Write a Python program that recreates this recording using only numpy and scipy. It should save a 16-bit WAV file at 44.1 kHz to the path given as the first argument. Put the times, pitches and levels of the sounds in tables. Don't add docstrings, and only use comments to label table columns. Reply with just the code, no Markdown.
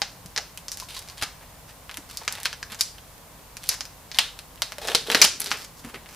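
import sys
import numpy as np
from scipy import signal
from scipy.fft import rfft, irfft
from scipy.io import wavfile

SR = 44100
rng = np.random.default_rng(int(sys.argv[2]) if len(sys.argv) > 2 else 0)


def transcribe(signal):
    frames = np.atleast_2d(signal).T
    limited = np.clip(frames, -1, 1)
    pcm = np.round(limited * 32767).astype(np.int16)
    wavfile.write(sys.argv[1], SR, pcm)


N = 271435
SIZE = 16384
HZ = np.fft.rfftfreq(SIZE, 1 / SR) + 1
T = np.arange(SIZE) / SR


def amp(db):
    return 10 ** (np.asarray(db) / 20)


def unit(x):
    return x / np.sqrt(np.sum(x ** 2) + 1e-20)


def read(points, hz):
    point_hz, value = np.transpose(points)
    return np.interp(np.log(hz + 1), np.log(point_hz), value)


def add(mix, start_s, sound):
    part = mix[:, max(round(start_s * SR), 0):][:, :sound.shape[-1]]
    part += sound[..., :part.shape[1]]


def mode(hz, t60_s):
    return unit(np.sin(2 * np.pi * hz * T) * amp(-60 * T / t60_s))


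def burst(t60_s, start_s=0.0):
    return unit(rng.standard_normal(SIZE) * amp(-60 * T / t60_s) * (T >= start_s))


def hump(hz, q):
    power = 1 / (1 + (q * (HZ / hz - hz / HZ)) ** 2) ** 2
    return power / power.mean()


def hush():
    # frequency in Hz, relative noise density in dB per Hz.
    noise_curve = [(15, -25), (25, -9), (75, -3.5), (110, -5.5), (170, -5.5), (215, -13.5), (270, -11),
                   (373, -18.5), (462, -13), (1050, -12), (1300, -17.5), (2800, -22), (11800, -23),
                   (15000, -24)]
    # frequency in Hz, left-right likeness from 0 to 1.
    likeness = [(60, 0.97), (300, 0.78), (1000, 0.65), (3000, 0.52), (7000, 0.1), (15000, 0.025)]
    # frequency in Hz, level in dB rms.
    tones = [(48.4, -59), (9001, -77), (12209, -68.5), (13264, -77)]
    noise_db_rms = -47
    hz, t = np.fft.rfftfreq(N, 1 / SR), np.arange(N) / SR
    same = np.clip(read(likeness, hz), 0, 1)
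    shared, left, right = rfft(rng.standard_normal((3, N)))
    stereo = np.sqrt(same) * shared + np.sqrt(1 - same) * np.array([left, right])
    noise = irfft(stereo * amp(read(noise_curve, hz)), N)
    out = amp(noise_db_rms) * noise / noise.std()
    for tone_hz, db in tones:
        drift = np.cumsum(rng.standard_normal(N))
        phase = 2 * np.pi * tone_hz * t + 0.00026 * np.sqrt(tone_hz) * drift
        out = out + amp(db) * np.sqrt(2) * np.sin(phase)
    return out


def reflections(early_t60_s=0.063, early_gain=1.0, tail_gain=0.7):
    # band centre in Hz, t60 in s.
    bands = [(250, 0.62), (700, 0.3), (1800, 0.34), (4600, 0.33), (8000, 0.36), (13000, 0.25)]
    noise = rfft(rng.standard_normal(SIZE) * (T > 0.006))
    centres_hz, t60s_s = np.transpose(bands)
    tail = 0
    for pick, t60_s in zip(np.eye(len(centres_hz)), t60s_s):
        share = np.interp(np.log(HZ), np.log(centres_hz), pick)
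        tail = tail + irfft(noise * share) * amp(-60 * T / t60_s)
    return early_gain * burst(early_t60_s, start_s=0.0027) + tail_gain * unit(tail)


def path(room_db, flutter=0.6, flutter_t60_s=0.008, dull_hz=10500):
    # nominal delay in s, gain relative to the scatter.
    echoes = [(.0047, 0.79), (.0058, 0.1), (.0066, 0.13), (0.0096, 0.18)]
    # frequency in Hz, side against mid in dB.
    near_width = [(300, -41), (2000, -21), (5000, -12), (7200, -11), (10000, -10), (14000, -6.5)]
    # frequency in Hz, side against mid in dB.
    far_width = [(300, -40), (2000, -22), (5000, -10.5), (7200, -5.5), (10000, -5.5), (14000, 0)]
    direct = flutter * burst(flutter_t60_s, start_s=0.00042)
    direct[0] += 1
    far = reflections()
    for delay_s, gain in echoes:
        jittered_s = abs(delay_s * (1 + 0.025 * rng.standard_normal()))
        far[int(jittered_s * SR)] += gain
    near_side, far_side = amp(read(near_width, HZ)), amp(read(far_width, HZ))
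    signs = np.array([[1], [-1]])
    near = rfft(unit(direct)) + signs * near_side * rfft(burst(0.007))
    near = near / np.hypot(1, near_side)
    room = rfft(unit(far)) + signs * far_side * rfft(reflections())
    room = room / np.hypot(1, far_side)
    return near + amp(room_db) * room / np.hypot(1, (HZ / dull_hz) ** 2)


def bumps(rattle=0.44, rise_s=0.00043, t60_s=0.069):
    # start in s, peak level in dB, pitch in Hz.
    hits = [(0.253, -37, 167), (1.224, -33, 106), (1.225, -38, 267), (1.983, -36.5, 280), (2.718, -40, 214),
            (4.784, -28, 580), (4.887, -25, 555), (5.084, -25, 448), (5.147, -22.5, 273), (5.215, -38, 133),
            (5.515, -43, 282), (5.846, -33, 253), (5.871, -35, 240)]
    out = np.zeros((2, N))
    for start_s, db, hz in hits:
        rumble = unit(irfft(rfft(burst(t60_s)) * np.sqrt(hump(hz, 0.83))))
        envelope = (1 - np.exp(-T / rise_s)) * (T < 0.3)
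        thud = (mode(hz, t60_s) + rattle * rumble) * envelope
        add(out, start_s, amp(db) * thud / abs(thud).max())
    return out


def rings(room_db=-6.5):
    # start in s, energy before the path in dB, pitch in Hz, t60 in s.
    pitched = [(0.0184, -7.5, 830, 0.021), (0.824, -11.5, 1007, .043), (.966, -17.5, 1043, 0.054),
               (1.223, -6.5, 1230, 0.036), (2.278, -9.5, 2300, 0.0059), (2.461, -6, 2450, 0.0081),
               (2.629, -8, 1680, 0.013), (2.81, .5, 4850, 0.066), (3.69, 7, 10960, 0.0014),
               (4.187, -1, 824, 0.017), (5.099, -8, 477, .043), (5.148, -6, 470, 0.021),
               (5.2166, 13, 2380, 0.015), (5.404, 1, 11000, 0.002)]
    out = np.zeros((2, N))
    for start_s, db, hz, t60_s in pitched:
        add(out, start_s, amp(db) * irfft(rfft(mode(hz, t60_s)) * path(room_db, flutter=0.15)))
    return out


def opening(s):
    # time in s, tub against lid in dB, pitch of the hollow in Hz.
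    stages = [(.1, -8, 828), (2.3, -14, 840), (4.19, -10.5, 887), (4.85, -7.5, 643), (4.95, -4, 503),
              (5.14, -6, 470), (5.5, -27, 298)]
    times_s, tub_db, hollow_hz = np.transpose(stages)
    return np.interp(s, times_s, tub_db), np.interp(s, times_s, hollow_hz)


def package(s, pitch_hz, tub_db, lid_db, crack_db):
    # frequency in Hz, gain in dB.
    colour = [(150, -0.5), (300, -6), (450, 1.5), (660, -0.5), (850, 1), (1100, -2.5), (3000, 0.5),
              (5600, 0), (8400, -1), (11000, 0.5), (14500, -5.5)]
    power = hump(pitch_hz, q=1.7)
    power = power + amp(tub_db) ** 2 * hump(opening(s)[1], q=0.66)
    power = power + amp(lid_db) ** 2 * hump(1700, q=0.78)
    power = power + amp(crack_db) ** 2 * hump(9300, q=0.45)
    log_gain = np.log(power * amp(read(colour, HZ)) ** 2 + 1e-7) / 2
    circle = np.concatenate([log_gain, log_gain[-2:0:-1]])
    return np.exp(np.conj(signal.hilbert(circle)))[:len(HZ)]


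def slips(length, rate_per_s, surge_db, spread_db=4.0, surge_hz=70, count=300):
    gaps = rng.gamma(4, 0.25, count)
    at = (np.cumsum(gaps) / rate_per_s * SR).astype(int)
    surge = np.interp(at / SR * surge_hz, np.arange(count), rng.standard_normal(count))
    size_db = spread_db * np.minimum(rng.exponential(1, count), 3) + surge_db * surge
    sizes = amp(size_db) * rng.choice([-1, 1], count)
    inside = at < length
    return np.bincount(at[inside], sizes[inside], length)


def crackle(start_s, end_s, rate_per_s, swell_db, pitch_hz, tub_db, lid_db, crack_db,
            room_db, surge_db, fade=0.09):
    length = int(np.clip((end_s - start_s) * SR, 200, SIZE))
    run = unit(slips(length, rate_per_s, surge_db) * signal.windows.tukey(length, fade))
    run = run * np.sqrt(length) * amp(np.linspace(*swell_db, length))
    stretches = (0.87, 1, 1.13)
    spot = rng.integers(len(stretches), size=SIZE)[:length]
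    middle_s = (start_s + end_s) / 2
    out = 0
    for k, stretch in enumerate(stretches):
        response = package(middle_s, pitch_hz * stretch, tub_db, lid_db, crack_db)
        ring = irfft(response * path(room_db))
        out = out + signal.fftconvolve((run * (spot == k))[None], ring, axes=1)
    return out / np.hypot(1, amp(room_db))


def rubs(level_db=-4.5, room_db=-0.5, surge_db=-0.5):
    # start in s, end in s, level before level_db in dB, middle crease pitch in Hz,
    # body against crease in dB.
    strokes = [(0.374, .388, -37, 4230, 8.5), (0.721, 0.746, -36.5, 5900, -14),
               (0.777, 0.85, -42, 5250, -6.5), (.882, 0.953, -39, 3930, -6), (.944, 0.998, -36, 4200, -6.5),
               (1.01, 1.151, -50.5, 4630, 0), (1.172, 1.203, -40, 3600, -5), (1.213, 1.226, -32, 3780, 0),
               (1.221, 1.236, -23.5, 4340, -1), (1.405, 1.436, -60.5, 4000, 12.5),
               (1.677, 1.713, -50.5, 5470, 1.5), (2.079, 2.268, -47, 4580, -1.5),
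               (2.209, 2.228, -57, 4000, 16), (2.3, 2.45, -49.5, 4200, 9), (2.448, 2.467, -26, 4200, -33),
               (2.699, 2.744, -40.5, 3900, 2.5), (2.789, 2.808, -33, 5010, -7.5),
               (3.618, 3.7, -41, 4050, -10), (3.695, 3.746, -31, 5170, -2.5),
               (4.138, 4.181, -39, 4200, -1.5), (5.223, 5.247, -16, 5200, -7.5),
               (5.503, 5.531, -28.5, 4530, -4), (5.526, 5.559, -38, 2360, 3.5),
               (5.566, 5.656, -40, 5000, -3.5), (5.766, 5.809, -48, 5200, -12),
               (5.839, 5.911, -44, 1150, 0.5), (5.939, 5.963, -49.5, 3000, 14),
               (6.082, 6.187, -46.5, 5830, 1.5)]
    slips_per_stroke = 19
    crisp_db, crisp_at_db, dulling_db_per_db = 0, -43.5, 0.18
    wall_db, wall_growth_db_per_db = -7, 1.43
    out = np.zeros((2, N))
    for start_s, end_s, db, pitch_hz, body_db in strokes:
        rate_per_s = slips_per_stroke / max(end_s - start_s, 0.005)
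        tub_db = wall_db + wall_growth_db_per_db * body_db
        crack_db = crisp_db - dulling_db_per_db * (db - crisp_at_db)
        scrape = crackle(start_s, end_s, rate_per_s, (db, db), pitch_hz, tub_db, body_db, crack_db,
                         room_db, surge_db)
        add(out, start_s, scrape)
    return amp(level_db) * out


def peel(level_db=-4.0, room_db=-2.5, surge_db=3.0):
    # start in s, end in s, level at start and at end before level_db in dB, tub against crease in dB.
    pulls = [(4.81, 4.967, -36.5, -31, 1.5), (5.061, 5.224, -33.5, -29, -3), (5.401, 5.51, -40, -36, -5.5)]
    tear_per_s, tear_hz, lid_db, crack_db = 340, 3820, -2, -1.5
    out = np.zeros((2, N))
    for start_s, end_s, from_db, to_db, tub_db in pulls:
        tear = crackle(start_s, end_s, tear_per_s, (from_db, to_db), tear_hz, tub_db, lid_db, crack_db,
                       room_db, surge_db)
        add(out, start_s, tear)
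    return amp(level_db) * out


def patch(pitch_hz, reach_octaves=0.61, t60_s=0.035):
    # frequency in Hz, relative level in dB.
    film_modes = [(2229, -40), (2412, -70), (3225, -37), (4221, -59), (4457, -45), (4635, -40), (5340, -38),
                  (5744, -37.5), (5975, -34), (6595, -60), (6864, -36.5), (7192, -39)]
    ringing = 0
    for k, (hz, db) in enumerate(film_modes):
        nearness = np.exp(-(np.log2(hz / pitch_hz) / reach_octaves) ** 2)
        ringing = ringing + (-1) ** k * amp(db) * nearness * mode(hz, t60_s)
    return unit(ringing)


def snaps(level_db=-0.64, room_db=-2.5):
    # start in s, energy before level_db in dB, crease pitch in Hz, body against crease in dB,
    # crack against crease in dB.
    impulses = [(0.0187, 3, 4500, -2.5, -38), (0.2604, -21, 5500, -10, 3.5), (0.3626, -3, 4710, -3, -29),
                (.377, 1, 4900, -2.5, -31), (0.5752, -17, 2600, -7.5, 8), (.6832, -7, 5340, -11.5, -8),
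                (.7179, -6.5, 5600, -13, -1), (0.7728, -20, 5380, -1, 10), (0.8002, -11.5, 4970, -5.5, 1.5),
                (.992, -19, 4080, -7, 8.5), (1.087, -17.5, 4740, -5, -4), (1.0994, -17, 4700, -6, -4),
                (1.2247, -10, 4600, 9, 6), (1.8946, -20, 3250, 9, -18), (1.9131, -19, 4330, 3.5, -1),
                (1.943, -17.5, 3520, -2, 1), (1.9719, -19, 6170, 8.5, 12.5), (2.1121, -20, 4080, -2, 5),
                (2.1723, -6, 5060, -28, 0.5), (2.279, 0.5, 5700, 1.5, -25), (2.3248, -14, 4700, -16, 11),
                (2.353, -14.5, 3560, -5, 0), (2.402, -22, 3900, -2, 8), (2.4324, -19.5, 4700, 0, 13),
                (2.456, 0.5, 4400, 2.5, -8.5), (2.5294, -12, 4600, 3.5, -5), (2.6288, -10, 5010, -2, -12),
                (2.721, -16, 3630, -5, 3), (2.7464, -16, 6260, -3, -1), (2.8094, 6.5, 4950, -13, 2.5),
                (2.9833, -23, 3400, -1, -3), (3.5693, -15, 5130, -1, 3.5), (3.6395, -20, 3070, 0.5, 7),
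                (3.6926, 6, 5130, -13.5, -6), (3.808, -3.5, 5200, -5, -27), (3.854, -17, 5200, -3, -1),
                (4.1158, -10.5, 4480, -4, -14), (4.146, -10, 4020, -17, -16), (4.187, 14.5, 3520, -7, -4.5),
                (4.3906, -15.5, 4160, -1.5, 1), (4.5768, -25, 2740, -22, -19),
                (4.6205, 3.5, 4180, -4.5, -2), (4.7212, -13, 4750, 3, -1.5), (4.7835, -17, 4300, 4.5, 3.5),
                (4.874, -8.5, 5400, -14, -1.5), (4.8861, -6.5, 4100, 5, -18), (4.9182, -10, 2980, 2, -2),
                (4.9492, 13, 4010, -8, -3), (5.1011, -1.5, 3040, 5, -4), (5.1162, -1.5, 4340, -8, -1),
                (5.1206, -1, 2600, -2, -8), (5.1476, 10.5, 4300, 3, -4), (5.2166, 20, 5530, -17, -5),
                (5.223, 16, 4300, -4, -22), (5.2438, 8, 4820, -4, 0.5), (5.2488, 8, 3260, -6, 2.5),
                (5.4, -19, 5070, -1, 13), (5.4176, -9.5, 4640, -2.5, 7.5), (5.4436, -17, 4930, -5, 11),
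                (5.461, -7.5, 4200, -8, -2), (5.4713, -12.5, 5260, -3, 1), (5.5156, -1.5, 4560, 7, -18),
                (5.5953, -27, 5310, -1, 2), (5.8427, -36, 2620, 14, -17), (5.8932, -42, 4500, 6, -15),
                (5.9446, -32.5, 4530, 22.5, -26), (6.0602, -31.5, 2880, 12.5, -11)]
    # frequency in Hz, level against the body in dB, t60 in s.
    wall_modes = [(1790, -23, 0.019), (2380, -21.5, 0.0094)]
    patch_db, hollow_db, hollow_t60_s = -10.5, -4, 0.04
    wall = sum((-1) ** k * amp(db) * mode(hz, t60_s) for k, (hz, db, t60_s) in enumerate(wall_modes))
    out = np.zeros((2, N))
    for start_s, db, pitch_hz, body_db, crack_db in impulses:
        coupling_db, hollow_hz = opening(start_s)
        tub_db = body_db + coupling_db
        ringing = amp(patch_db) * patch(pitch_hz) + amp(body_db) * wall
        ringing = ringing + amp(tub_db + hollow_db) * mode(hollow_hz, hollow_t60_s)
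        response = package(start_s, pitch_hz, tub_db, body_db, crack_db) + rfft(ringing)
        add(out, start_s, amp(db + level_db) * irfft(response * path(room_db)))
    return out


def scene():
    return hush() + bumps() + rings() + rubs() + peel() + snaps()


def record(dry, ceiling=0.97, edge_hz=15500):
    clipped = dry / (1 + (dry / ceiling) ** 6) ** (1 / 6)
    lowpass = signal.firwin(255, edge_hz, window=("kaiser", 8), fs=SR)
    return signal.oaconvolve(clipped, lowpass[None], "same")


dry = scene()
out = record(dry)
transcribe(out)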